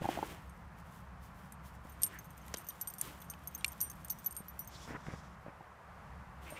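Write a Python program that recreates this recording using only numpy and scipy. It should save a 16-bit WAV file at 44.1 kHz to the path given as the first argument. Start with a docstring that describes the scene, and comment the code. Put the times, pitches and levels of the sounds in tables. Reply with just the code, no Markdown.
"""Paws knock and scrape in dry stony soil: a small dog digs among dead grass, a metre or two below
a phone's microphone, outdoors. Grit and stalks rustle and snap under its strokes, and the metal tags
on its harness strike each other and ring. It sniffs in the hole and snorts with flapping nostrils.
A distant road hums and hisses throughout."""
import sys
import numpy as np
from scipy import signal
from scipy.fft import rfft, irfft, next_fast_len
from scipy.io import wavfile
from scipy.ndimage import uniform_filter1d

SR = 44100
rng = np.random.default_rng(int(sys.argv[2]) if len(sys.argv) > 2 else 0)


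def materialize(psi):
    """Save the field psi as 16-bit PCM at rate SR to the path in sys.argv[1].

    A 1-D psi becomes a single channel; in a 2-D psi each row is a channel.
    """
    bounded = np.clip(np.atleast_2d(psi).T, -1, 1)
    quanta = np.round(bounded * 32767).astype(np.int16)
    wavfile.write(sys.argv[1], SR, quanta)


N = 290619
DIG_START_S, DIG_HOLD_S = 1.84, 2.85  # the spell of steady scrabbling


def undb(db):
    """Decibels to gain."""
    return 10 ** (np.asarray(db) / 20)


def curves(table):
    """Columns of a table joined by straight lines in time."""
    times, *columns = np.transpose(table)
    return [np.interp(np.arange(N) / SR, times, column) for column in columns]


def band(x, lo_hz, hi_hz, order=2):
    """Band-pass filter."""
    sos = signal.butter(order, [lo_hz, min(hi_hz, .45 * SR)], "band", fs=SR, output="sos")
    return signal.sosfilt(sos, x)


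def resonance(hz, width_hz):
    """Noise through one broad-skirted resonance."""
    return band(rng.standard_normal(N), hz - width_hz / 2, hz + width_hz / 2, order=1)


def unit(x):
    """Scale to rms 1."""
    return x / np.sqrt(np.mean(x ** 2))


def colour(x, spectrum):
    """Shape a noise by (Hz, dB) points."""
    hz, db = np.transpose(spectrum)
    size = next_fast_len(N)
    bin_hz = np.arange(size // 2 + 1) * SR / size + 1
    gain = undb(np.interp(np.log(bin_hz), np.log(hz), db))
    return irfft(rfft(x, size) * gain, size)[:N]


def walk(per_s):
    """Random levels held 1 / per_s seconds and smoothed twice; rms 1."""
    hold = int(SR / per_s)
    steps = np.repeat(rng.standard_normal(N // hold + 1), hold)
    return unit(uniform_filter1d(uniform_filter1d(steps, hold), hold)[:N])


def grains(per_s, spread_db):
    """Random clicks of very uneven size."""
    when, size, sign = rng.random((3, N))
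    return unit((when < per_s / SR) * undb(-spread_db * np.log(1 - size)) * np.sign(sign - .5))


def add(out, start_s, sound):
    """Mix a sound in at a time."""
    i = int(start_s * SR)
    out[i:i + len(sound)] += sound[:max(len(out) - i, 0)]


HIT_T = np.arange(int(.2 * SR)) / SR  # seconds since an onset


def decay(t60_s):
    """A fall of 60 dB every t60_s."""
    return undb(-60 * HIT_T / t60_s)


def ring(hz, t60_s, phase=0):
    """One decaying mode; phase in cycles."""
    return np.sin(2 * np.pi * (hz * HIT_T + phase)) * decay(t60_s)


def road(split_hz=300):
    """Far off, tyre hiss and engine rumble swell separately; narrow drones waver in the bass."""
    # traffic loudness: time_s, hiss_db, rumble_db
    levels = [(0, -54.5, -55.5), (.7, -57, -57), (2.5, -57, -56), (4.5, -58, -57.5), (5.1, -55, -52),
              (5.7, -56.5, -63.5), (6.1, -55.5, -55), (6.59, -56.5, -60)]
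    # road noise at the microphone: frequency_hz, density_db
    spectrum = [(15, -65.5), (30, -39), (45, -1), (66, -17.5), (96, -6.5), (173, -3.5), (198, -8),
                (321, -18), (1050, -11.5), (1840, -20.5), (3710, -38.5), (15400, -49.5)]
    # engine drones, relative to the rumble: pitch_hz, width_hz, level_db
    engines = [(67.25, 5.2, -1.1), (176.7, 31, -6)]
    hiss_db, rumble_db = curves(levels)
    noise = colour(rng.standard_normal(N), spectrum)
    hiss = unit(band(noise, split_hz, 16000)) * undb(hiss_db + .5 * walk(5.6))
    drones = sum(undb(db) * unit(resonance(hz, width)) for hz, width, db in engines)
    rumble = unit(band(noise, 42, split_hz)) + drones
    return hiss + rumble * undb(rumble_db + 1.2 * walk(4))


def stroke(start_s, hold_s, attack_s=.029, fade_db=14, longest_fade_s=.107):
    """A sweep through grass swells, holds and dies away; short ones fade faster."""
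    t = np.arange(N) / SR - start_s
    swell = np.clip(t / attack_s + .5, 0, 1)
    return swell * undb(-fade_db * np.maximum(t - hold_s, 0) / min(hold_s, longest_fade_s))


def rustle(stirring_db=-84, dig_fine_db=-72, dig_coarse_db=-69):
    """Stalks crackle finely in the treble, soil shuffles lower; a faint stirring never stops."""
    # paw, head and tail sweep grass and grit: start_s, hold_s, fine_db, coarse_db
    strokes = [(0.012, 0.15, -84, -52.5), (0.02, 0.29, -59.5, -51), (.4, 0.16, -73, -92),
               (.771, 0.032, -68.5, -73), (.85, 0.12, -69.5, -73), (1.217, 0.05, -63, -84),
               (1.35, 0.093, -68.5, -77), (1.64, 0.046, -65.5, -86), (1.72, 0.04, -70, -80),
               (2.004, 0.12, -69, -58), (2.435, 0.16, -65, -63.5), (2.66, 0.51, -68, -73),
               (3.012, 0.074, -55.5, -54), (3.5, 0.34, -68.5, -66.5), (3.876, 0.51, -70.5, -81),
               (4.7, 0.19, -68.5, -64), (6.419, 0.23, -66.5, -57.5)]
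    # fine crackle of stalks: frequency_hz, density_db
    stalk_spectrum = [(1760, -47.5), (3000, -8.5), (4220, -13), (11600, -11.5), (15400, -11.5)]
    # coarse shuffle of soil: frequency_hz, density_db
    soil_spectrum = [(180, -21.5), (300, 0.5), (434, -6.5), (3100, -12), (4170, -21.5), (9000, -25.5),
                     (11700, -52.5), (19800, -120)]
    rows = np.array(strokes + [(DIG_START_S, DIG_HOLD_S, dig_fine_db, dig_coarse_db)])
    powers = np.array([stroke(start, hold) ** 2 for start, hold, _, _ in rows])
    fine_gain = np.sqrt(undb(rows[:, 2]) ** 2 @ powers + undb(stirring_db) ** 2)
    coarse_gain = np.sqrt(undb(rows[:, 3]) ** 2 @ powers)
    fine = unit(colour(rng.standard_normal(N) + 1.2 * grains(1000, spread_db=2.2), stalk_spectrum))
    coarse = unit(colour(rng.standard_normal(N) + .8 * grains(700, spread_db=1.6), soil_spectrum))
    return fine * fine_gain * undb(2 * walk(50)) + coarse * coarse_gain * undb(1.6 * walk(40))


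def sniffs():
    """Air hisses through the resonances of the nose."""
    # strength of the sniffing: time_s, level_db
    levels = [(4.69, -70), (4.75, -59.5), (4.9, -61), (4.95, -70.5), (5.05, -68), (5.12, -62.5),
              (5.2, -68.5), (5.35, -76)]
    # nose resonances: centre_hz, width_hz, gain_db
    nose = [(3430, 570, 0.5), (5480, 1200, 0), (7100, 1250, -6.5)]
    t = np.arange(N) / SR
    (level_db,) = curves(levels)
    sniffing = (t > levels[0][0]) & (t < levels[-1][0])
    air = sum(undb(db) * resonance(hz, width) for hz, width, db in nose)
    return sniffing * unit(air) * undb(level_db + 1.7 * walk(51))


def whiffs(relative_width=.35):
    """Short breaths whistle through one nose resonance."""
    # breaths: start_s, end_s, centre_hz, level_db
    breaths = [(2.089, 2.226, 1750, -53.5), (4.736, 4.778, 4030, -56), (6.441, 6.53, 2370, -55.5),
               (6.549, 6.598, 2420, -50)]
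    out = np.zeros(N)
    for start, end, hz, db in breaths:
        noise = rng.standard_normal(int((end - start) * SR))
        air = unit(band(noise, hz * (1 - relative_width / 2), hz * (1 + relative_width / 2)))
        add(out, start, undb(db) * air * np.hanning(len(air)))
    return out


def snorts(jitter_s=.0008, spread_db=3):
    """Nostrils flap unevenly: rough dull pulses, each with a puff of air."""
    # bursts of flapping: start_s, end_s, drive_db, flap_rate_hz
    bursts = [(4.877, 4.926, -47.5, 240), (4.933, 4.967, -43.5, 300), (5.063, 5.15, -51.5, 250),
              (5.464, 5.506, -55, 190)]
    flaps = np.zeros(N)
    for start, end, db, rate in bursts:
        times = np.arange(start, end, 1 / rate)
        slip, force = rng.standard_normal((60, 2))[:len(times)].T
        flaps[((times + jitter_s * slip) * SR).astype(int)] = undb(db + spread_db * force)
    puffs = signal.lfilter([1], [1, -.993], flaps) * rng.standard_normal(N)
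    return 18 * band(flaps + .12 * puffs, 435, 2200, order=5) + 60 * band(flaps, 143, 327)


def blunt_clicks(t60_s=.0072):
    """Short clicks without ringing: three bright cracks, then three dull pops within the snorts."""
    # cracks and pops: start_s, level_db, top_hz
    clicks = [(2.5407, -26, 8900), (2.543, -24.5, 9100), (2.5474, -31, 5860), (4.9354, -39, 2480),
              (4.95, -38, 2250), (5.0675, -30, 2470)]
    out = np.zeros(N)
    for start, db, top_hz in clicks:
        burst = rng.standard_normal(len(HIT_T)) * decay(t60_s)
        add(out, start, undb(db) * band(burst, 240, top_hz, order=3))
    return out


def snaps(free_s=.0059, attack_s=.00046):
    """A stone or dry stalk snaps and rings short and bright, until the piece lands; at 2.481, 3.68, 3.899 and
    4.083 s the tags instead meet with a bare tick and hardly ring."""
    # breaks, and tag ticks at 2.481, 3.68, 3.899 and 4.083 s: start_s, body_db, pitch_hz, treble_db
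    breaks = [(1.5227, -61, 2100, -40.5), (2.378, -59, 2100, -44.5), (2.481, -51, 2000, -44),
              (3.609, -51, 3300, -48), (2.562, -48.5, 3200, -58), (2.705, -48.5, 3200, -50),
              (3.013, -49, 2070, -18.5), (3.221, -51.5, 3450, -44), (3.337, -47.5, 2630, -53),
              (3.645, -21.5, 2380, -24.5), (3.68, -71, 2140, -40), (3.899, -67, 2940, -36),
              (4.083, -61, 3000, -38)]
    # modes of the broken piece: pitch_ratio, level_db, t60_s
    modes = [(.38, -24, .012), (1, 0, .022), (1.15, -2, .026), (1.82, -6, .014), (3.4, -5, .01)]
    out = np.zeros(N)
    landing = undb(-6000 * np.maximum(HIT_T - free_s, 0))
    attack = np.minimum(HIT_T / attack_s, 1)
    for start, body_db, hz, treble_db in breaks:
        burst = rng.standard_normal(len(HIT_T)) * decay(.016)
        ringing = sum(undb(db) * ring(ratio * hz, t60) for ratio, db, t60 in modes)
        body = (ringing * landing + band(burst, 2900, 6200, order=3)) * attack
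        add(out, start, undb(body_db) * body + undb(treble_db) * band(burst, 6560, 12600, order=3))
    return out


def knocks(knock_t60_s=.023, thump_hz=165, thump_t60_s=.027, attack_s=.0021):
    """Hollow knocks over low thumps: paws on soil, and two low pulses of the snorts."""
    # paw blows, and snort pulses at 4.906 and 4.949 s: start_s, knock_db, pitch_hz, thump_db
    pulses = [(0.012, -35, 330, -35), (0.018, -28.5, 560, -27.5), (0.043, -23, 855, -34),
              (0.054, -19, 810, -22.5), (0.088, -18.5, 763, -45), (0.173, -23.5, 684, -56),
              (0.188, -25.5, 840, -39), (0.227, -20, 864, -55), (1.851, -46, 480, -36),
              (2.541, -38, 447, -39), (4.403, -44.5, 467, -37.5), (4.906, -32.5, 296, -61),
              (4.949, -40, 330, -31), (5.083, -36.5, 483, -26.5), (5.136, -35, 530, -28),
              (5.462, -35, 603, -47), (5.481, -40, 557, -36.5), (5.607, -37.5, 820, -43),
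              (6.522, -33, 600, -54)]
    out = np.zeros(N)
    attack = np.minimum(HIT_T / attack_s, 1)
    for start, knock_db, hz, thump_db in pulses:
        knock = ring(hz, knock_t60_s) + .51 * ring(.38 * hz, knock_t60_s)
        rough_tail = .63 * band(rng.standard_normal(len(HIT_T)), 144, 1010) * decay(.062)
        thump = undb(thump_db) * ring(thump_hz, thump_t60_s)
        add(out, start, (undb(knock_db) * (knock + rough_tail) + thump) * attack)
    return out


def tag_brushes(count=200, per_s=18, loudest_db=-58, spread_db=20, ring_time_factor=.2):
    """Light chance contacts of the tags while the dog digs, as rows like the clinks."""
    chance = rng.random((count, 4))
    times = DIG_START_S + np.cumsum(-np.log(1 - chance[:, 0])) / per_s
    return [(start, *(loudest_db - spread_db * softness), ring_time_factor)
            for start, softness in zip(times, chance[:, 1:]) if start < DIG_START_S + DIG_HOLD_S]


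def tag_ring(modes, blows_db, chance, spot_db=3.5, detune=.0012, twin_hz=60):
    """Struck metal rings: the spot hit favours some modes, and a close twin makes each one beat."""
    out = np.zeros(len(HIT_T))
    for (piece, hz, db, t60), (spot, slip, beat) in zip(modes, np.reshape(chance, (-1, 3))):
        mode = ring(hz * (1 + detune * slip), t60)
        twin = .38 * ring(hz + twin_hz * beat, t60, phase=slip)
        out += undb(blows_db[piece] + db + spot_db * spot) * (mode + twin)
    return out * np.minimum(HIT_T / .00016, 1)


def tag_tick(clash):
    """Metal edges meet: a bright click and a brief ping, its pitch shifted by clash."""
    click = band(rng.standard_normal(len(HIT_T)), 4500, 14000) * decay(.011)
    ping_hz = np.clip(9000 * 1.1 ** clash, 6000, 15000)
    return click + .7 * ring(ping_hz, t60_s=.012)


def tags(mute_db=-16, free_s=.036, fur_db_per_s=-1500, linger_db=-18, tick_db=-1, bounce_db=-14):
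    """Two tags and a harness ring tick, bounce and ring until the next clink or the fur damps them."""
    # metal strikes metal: start_s, first_tag_db, second_tag_db, harness_ring_db, ring_time_factor
    clinks = [(.495, -63, -71, -67, 0.22), (1.526, -57, -77, -71, 0.53), (1.921, -58.5, -63, -63, 0.86),
              (2.0188, -37.5, -45, -52, .3), (2.024, -35.5, -49.5, -47, 0.11),
              (2.0334, -19.5, -45, -55, .45), (2.0642, -35, -45.5, -52, 0.46), (2.188, -53, -47, -47, 0.19),
              (2.244, -61, -57, -63, 0.11), (2.305, -58, -66, -58, 0.13), (2.5714, -48, -41, -48, 0.099),
              (2.582, -45, -55, -63, 0.12), (2.668, -68, -49, -50.5, 0.58), (2.687, -40, -41, -37, 0.38),
              (2.8126, -44, -33.5, -45, 0.26), (2.8733, -40.5, -38, -46, 0.32),
              (2.901, -47, -49, -45, 0.21), (2.938, -46, -42, -60, 0.09), (2.9836, -41, -49, -60, 0.78),
              (3.217, -68, -48.5, -75, 0.19), (3.2997, -42.5, -47.5, -46, 0.37),
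              (3.474, -39, -62, -46, 0.24), (3.549, -53, -57, -39, 0.063), (3.578, -49, -52, -63, .76),
              (3.662, -45, -52, -65, 0.091), (3.68, -38, -48, -54, 0.046), (3.719, -66, -48, -58, 0.17),
              (3.805, -50, -32.5, -46, 0.22), (3.8134, -26.5, -30.5, -63, 2.2),
              (3.901, -48, -47, -46, 0.18), (3.915, -47, -55, -63, 0.053), (4.047, -52, -62, -49, 0.12),
              (4.098, -52, -52, -44, 0.41), (4.102, -33, -31, -36, 0.29), (4.187, -75, -48, -55, 0.36),
              (4.245, -65.5, -43, -72, 0.58), (4.261, -52, -33.5, -41, 0.24), (4.309, -45, -64, -66, 0.3),
              (4.325, -42, -51, -64, 0.14), (4.352, -54, -57, -66, 0.084), (4.366, -34.5, -71, -76, 1.26),
              (4.483, -62, -46, -75, 0.49), (4.592, -41.5, -39, -74, 1.3), (4.675, -58, -64, -51, 0.64),
              (6.504, -49.5, -71, -59, 2.1)]
    # modes, one row a piece: pitch_hz of each
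    pitches = [
        [8730, 11620, 10250],
        [11880, 14583, 5873],
        [6360, 13850],
    ]
    # free ring of the same modes: level_db, t60_s
    decays = [
        [(-4, .2), (-3, .09), (-20, .03)],
        [(-2, .09), (-5, .1), (-19, .45)],
        [(-1, .04), (0, .05)],
    ]
    modes = [(piece, hz, db, t60) for piece in range(len(pitches))
             for hz, (db, t60) in zip(pitches[piece], decays[piece])]
    most_brushes = 200
    brushes = tag_brushes(most_brushes)
    chance = rng.standard_normal((len(clinks) + most_brushes, 3 + 3 * len(modes)))
    mute_times = [row[0] for row in clinks[1:]] + [N / SR] * (1 + len(brushes))
    out = np.zeros(N)
    for (start, *blows_db, factor), mute_s, luck in zip(clinks + brushes, mute_times, chance):
        bounces, clash, mode_luck = luck[:2], luck[2], luck[3:]
        muting = undb(mute_db * np.clip((HIT_T - (mute_s - start)) / .0027, 0, 1))
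        fur = undb(np.maximum(fur_db_per_s * np.maximum(HIT_T - free_s * factor, 0), linger_db))
        ringing = tag_ring(modes, blows_db, mode_luck) * muting * fur
        clink = ringing + undb(max(blows_db) + tick_db) * tag_tick(clash)
        add(out, start, clink)
        for late in bounces:
            add(out, start + .0054 + .0065 * abs(late), undb(bounce_db) * clink)
    return out


def scene():
    """The dog close by and the road far off, in open air without echo; mono."""
    dog = tags() + knocks() + blunt_clicks() + snaps() + snorts() + rustle() + sniffs() + whiffs()
    return (dog + road())[None]


def record(dry, top_hz=16392):
    """The phone rolls off steeply at the top."""
    return signal.sosfilt(signal.cheby2(12, 60, top_hz, fs=SR, output="sos"), dry)


dry = scene()
out = record(dry)
materialize(out)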